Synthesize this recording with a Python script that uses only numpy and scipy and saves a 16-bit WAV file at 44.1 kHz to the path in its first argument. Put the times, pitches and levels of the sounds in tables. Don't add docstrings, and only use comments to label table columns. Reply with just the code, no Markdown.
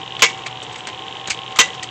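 import sys
import numpy as np
from scipy import signal
from scipy.fft import rfft, irfft
from scipy.io import wavfile
from scipy.ndimage import uniform_filter1d

SR = 44100
rng = np.random.default_rng(int(sys.argv[2]) if len(sys.argv) > 2 else 0)


def bounce(signal):
    frames = np.transpose(np.atleast_2d(signal))
    limited = np.clip(frames, -1, 1)
    pcm = np.round(limited * 32767).astype(np.int16)
    wavfile.write(sys.argv[1], SR, pcm)


N = 83790
TIME_S = np.arange(N) / SR

# start_s, clatter_db, ring_db, stroke (0 pull, 1 drop)
CLACKS = [(0.2205, 2, -5.5, 0), (1.5878, 2, -1, 1)]
# delay_s, level_db (re first contact)
REBOUNDS = [(.009, -4), (.024, -5.5)]
# (relative, per Hz)
PULL_CLATTER_SPECTRUM = [(70, -31), (150, -3), (260, -18.5), (420, 2), (650, -5), (1000, 2.5), (1400, -3),
                         (2300, 6.5), (3300, 2.5), (4900, -4), (7000, 0), (9000, -18.5)]
# (relative, per Hz)
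DROP_CLATTER_SPECTRUM = [(40, -24), (150, -30), (260, -17), (420, -8), (650, -9.5), (1100, 10), (1500, 1),
                         (2300, 7), (3300, 9), (4900, -1), (7000, 6), (9000, -11)]
# freq_hz, t60_s, pull_db, drop_db (both re ring_db)
MECHANISM_MODES = [(466.4, 0.14, -12, -18), (538, 0.39, -38, -30.5), (1050, 0.056, -4.5, -7),
                   (1128, 0.11, -27, -20), (1591, 0.1, -10.5, -11.5), (1987, 0.19, -6, -8),
                   (2061, 0.16, -26, -14.5), (2165, .12, -2, -14), (2263, 0.22, -6, -31),
                   (2305, 0.18, -12, -22), (2618, 0.057, -22, -33), (2676, 0.059, -21, -8),
                   (2760, 0.19, -10.5, -15), (3099, 0.073, -28, -2), (3388, 0.1, -6, -34),
                   (3800, 0.18, -17, -15), (5526, 0.14, -11, -45), (6075, 0.12, -21, -10.5),
                   (6230, 0.043, -27, -5.5)]
# start_s, rise_s, t60_s, level_db, tilt_db_per_octave, resonance_hz
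SCRAPES = [(.192, 0.002, 0.18, -25.5, -2.5, 3400), (0.304, 0.0026, .05, -27.5, -6, 3360),
           (0.372, 0.0045, 0.16, -38, -4, 7000), (0.459, 0.0078, 0.053, -21.5, -2.5, 2330),
           (0.624, 0.0052, 0.057, -29, 0.5, 7930), (0.714, 0.015, .12, -38.5, -1, 7850),
           (0.756, 0.0034, 0.053, -30, -2, 2040), (.776, 0.0058, 0.15, -41, 3, 7760),
           (0.8689, 0.003, 0.022, -23.5, -0.5, 8080), (.872, 0.0055, 0.047, -27.5, -4.5, 870),
           (0.881, 0.0067, .07, -26.5, -4.5, 2030), (1.271, 0.005, 0.044, -21.5, 0, 6800),
           (1.281, .002, 0.049, -24, -6.5, 4000), (1.296, 0.0099, 0.099, -15, 1.5, 2366),
           (1.517, .002, 0.045, -35, -3, 7000), (1.558, 0.0032, 0.17, -24.5, -1.5, 1200),
           (1.665, .012, .06, -28.5, -7, 2040), (1.735, .012, 0.086, -36, -3, 5500),
           (1.826, 0.0063, 0.067, -22, 2, 1950)]
# (relative, per Hz)
SCRAPE_SPECTRUM = [(60, -13.5), (200, -8.5), (600, -11), (900, -7.5), (1250, -0.5), (1600, -2.5),
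                   (2350, 2.5), (3000, -1.5), (4300, 0.5), (5400, -4.5), (7000, -1.5), (9000, -10)]
# freq_hz, level_db (re LANDING_DB)
GATE_MODES = [(1550, -2), (2390, -11), (2750, -5), (4175, -22), (4430, 0), (4880, -9), (5915, -16),
              (6460, 1.5)]
# time_s, turns_per_s
DRIVE_SPEED = [(0.0, 21.87), (0.2, 22.65), (0.38, 21.81), (0.5, 22.34), (0.63, 21.27), (0.93, 21.47),
               (1.12, 23.09), (1.25, 22.31), (1.37, 23.04), (1.5, 21.88), (1.68, 22.58), (1.78, 21.33),
               (1.9, 21.37)]
# place_turns (0-1), level_db (relative)
TICKS = [(.348, -2.5), (.698, 0)]
# time_s, level_db
TICK_LEVEL = [(0, -17), (.25, -17.5), (.42, -21.5), (.52, -19), (.7, -21), (1.0, -20.5), (1.15, -18.5),
              (1.4, -18.5), (1.55, -21), (1.75, -18), (1.9, -20.5)]
# freq_hz, t60_s, level_db (re HOUSING_DB)
HOUSING_MODES = [(2784, 0.011, 7.5), (3010, 0.09, -1.5), (3180, 0.11, -14), (3560, 0.0096, 10.5)]
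# time_s, pitch_hz, swell_db
FAN_WHINE = [(0, 772, 1.5), (.15, 779, 3.5), (0.399, 769, 2.5), (0.742, 744, -4), (0.899, 751, 1),
             (1.081, 775.2, 1.5), (1.501, 769.5, 2.5), (1.9, 752.2, 0)]
# multiple (of the whine pitch), level_db (rms, before swell)
FAN_TONES = [(.612, -55), (1, -43), (1.388, -46), (3.69, -52.5)]
# (relative, per Hz)
AIR_SPECTRUM = [(25, -4), (45, -14), (90, -1), (145, 2.5), (220, -6), (330, 0), (460, 1.5), (640, -4.5),
                (830, 4.5), (1050, 1), (1350, -7), (2000, -5), (3100, -4.5), (3800, -7), (4600, -18),
                (7200, -18), (9000, -33.5)]

CLACK_RISE_S, CLATTER_T60_S, REBOUND_T60_S = 0.0011, 0.1, 0.032
ROOM_DB, ROOM_RISE_S, ROOM_T60_S = -25, 0.024, 0.28
RATTLE_DB, RATTLE_PER_S = 1.8, 300
RING_RISE_S, RING_WAVER_RAD, RING_WAVER_DB = 0.0077, 0.72, 2.4
RESONANCE_DB, RESONANCE_WIDTH_HZ = 9.5, 160
LANDING_S, LANDING_DB, GATE_T60_S = 1.2985, -25, 0.075
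THUD_HZ, THUD_DB, THUD_RISE_S, THUD_T60_S = 72, -39, 0.015, 0.11
TICK_HZ, TICK_TIME_CONSTANT_S, TICK_SCATTER_DB = 3133, 0.00038, 1.3
HOUSING_DB, HOUSING_RISE_S = -20, 0.0022
FAN_WAVER_DB, FAN_PITCH_WAVER = 2, 0.00318
HUM_HZ, HUM_DB, HUM_WAVER_DB = 121, -48, 1.4
AIR_DB, AIR_FLICKER_DB = -35.5, 0.6
OVERLOAD, RAIL = 0.67, 0.82
BASS_EDGE_HZ, LOWPASS_EDGE_HZ, TOP_HZ = 64, 8310, 15700


def undb(db):
    return 10 ** (np.asarray(db) / 20)


def sine(freq_hz, time_s):
    return np.sin(2 * np.pi * freq_hz * time_s)


def curve(time_s, value):
    return np.interp(TIME_S, time_s, value)


def walk(steps_per_s):
    step = int(SR / steps_per_s)
    held = np.repeat(rng.standard_normal(N // step + 1), step)
    return np.sqrt(2) * uniform_filter1d(held, step)[:N]


def burst(start_s, rise_s, t60_s):
    age_s = TIME_S - start_s
    rise = np.clip(age_s / rise_s, 0, 1)
    return rise * np.exp(-np.log(1000) * np.maximum(age_s - rise_s, 0) / t60_s)


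def noise(spectrum, tilt_db_per_octave=0, resonance_hz=None):
    freqs_hz = np.maximum(np.fft.rfftfreq(N, 1 / SR), 1)
    points_hz, points_db = np.array(spectrum).T
    shape_db = np.interp(np.log2(freqs_hz), np.log2(points_hz), points_db)
    shape_db = shape_db + tilt_db_per_octave * np.log2(np.maximum(freqs_hz, 700))
    if resonance_hz:
        offset = (freqs_hz - resonance_hz) / RESONANCE_WIDTH_HZ
        shape_db = shape_db + RESONANCE_DB / (1 + offset ** 2)
    shaped = irfft(rfft(rng.standard_normal(N)) * undb(shape_db), N)
    return shaped / shaped.std()


def ring(start_s, freq_hz, t60_s):
    phase_rad = 2 * np.pi * (freq_hz * (TIME_S - start_s) + rng.random())
    phase_rad = phase_rad + RING_WAVER_RAD * walk(70)
    level = burst(start_s, RING_RISE_S, t60_s) * undb(RING_WAVER_DB * walk(120))
    return level * np.sin(phase_rad)


def clacks():
    out = np.zeros(N)
    for start_s, clatter_db, ring_db, stroke in CLACKS:
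        stroke = int(round(stroke))
        delay_s, rebound_db = REBOUNDS[stroke]
        spectrum = [PULL_CLATTER_SPECTRUM, DROP_CLATTER_SPECTRUM][stroke]
        first = burst(start_s, CLACK_RISE_S, CLATTER_T60_S)
        rebound = undb(rebound_db) * burst(start_s + delay_s, CLACK_RISE_S, REBOUND_T60_S)
        room = undb(ROOM_DB) * burst(start_s, ROOM_RISE_S, ROOM_T60_S)
        envelope = np.sqrt(first ** 2 + rebound ** 2 + room ** 2)
        rattle = undb(clatter_db + RATTLE_DB * walk(RATTLE_PER_S))
        out += rattle * envelope * noise(spectrum)
        for freq_hz, t60_s, *mode_db in MECHANISM_MODES:
            out += undb(ring_db + mode_db[stroke]) * ring(start_s, freq_hz, t60_s)
    return out


def scrapes():
    out = np.zeros(N)
    for start_s, rise_s, t60_s, level_db, tilt_db_per_octave, resonance_hz in SCRAPES:
        grain = undb(level_db + 2 * walk(900))
        rub = noise(SCRAPE_SPECTRUM, tilt_db_per_octave, resonance_hz)
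        out += grain * burst(start_s, rise_s, t60_s) * rub
    return out


def landing():
    out = np.zeros(N)
    for freq_hz, level_db in GATE_MODES:
        out += undb(LANDING_DB + level_db) * ring(LANDING_S, freq_hz, GATE_T60_S)
    thud = burst(LANDING_S, THUD_RISE_S, THUD_T60_S) * sine(THUD_HZ, TIME_S - LANDING_S)
    return out + undb(THUD_DB) * thud


def drive():
    turns = np.cumsum(curve(*np.array(DRIVE_SPEED).T)) / SR
    pulses = np.zeros(N)
    for place_turns, level_db in TICKS:
        at = np.searchsorted(turns, np.arange(place_turns, turns[-1], 1))
        pulses[at] = undb(level_db + TICK_SCATTER_DB * rng.standard_normal(len(at)))
    pulses = pulses * undb(curve(*np.array(TICK_LEVEL).T))

    age = TIME_S / TICK_TIME_CONSTANT_S
    swell = (age / 2) ** 2 * np.exp(2 - age)
    tick = swell * sine(TICK_HZ, TIME_S)
    for freq_hz, t60_s, level_db in HOUSING_MODES:
        envelope = burst(0, HOUSING_RISE_S, t60_s)
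        tick += undb(HOUSING_DB + level_db) * envelope * sine(freq_hz, TIME_S)
    return signal.fftconvolve(pulses, tick)[:N]


def fan():
    time_s, pitch_hz, swell_db = np.array(FAN_WHINE).T
    whine_hz = curve(time_s, pitch_hz) * (1 + FAN_PITCH_WAVER * walk(29.32))
    phase_rad = 2 * np.pi * np.cumsum(whine_hz) / SR
    tones = np.zeros(N)
    for multiple, level_db in FAN_TONES:
        tone_db = level_db + curve(time_s, swell_db) + FAN_WAVER_DB * walk(18.03)
        tones += undb(tone_db) * np.sin(multiple * phase_rad)
    air = undb(AIR_DB + AIR_FLICKER_DB * walk(40.31)) * noise(AIR_SPECTRUM)
    return np.sqrt(2) * tones + air


def motor_hum():
    level = undb(HUM_DB + HUM_WAVER_DB * walk(12))
    return np.sqrt(2) * level * sine(HUM_HZ, TIME_S)


def scene():
    return (clacks() + scrapes() + landing() + drive() + fan() + motor_hum())[None]


def record(dry):
    flat = dry / (1 + (dry / OVERLOAD) ** 4) ** (1 / 4)
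    bass_cut = signal.butter(2, BASS_EDGE_HZ, "highpass", fs=SR, output="sos")
    steep_lowpass = signal.butter(26, LOWPASS_EDGE_HZ, fs=SR, output="sos")
    narrow = signal.sosfilt(steep_lowpass, signal.sosfilt(bass_cut, flat))
    clipped = np.clip(narrow, -RAIL, RAIL)
    top_cut = signal.ellip(8, 0.1, 50, TOP_HZ, fs=SR, output="sos")
    return signal.sosfiltfilt(top_cut, clipped)


dry = scene()
out = record(dry)
bounce(out)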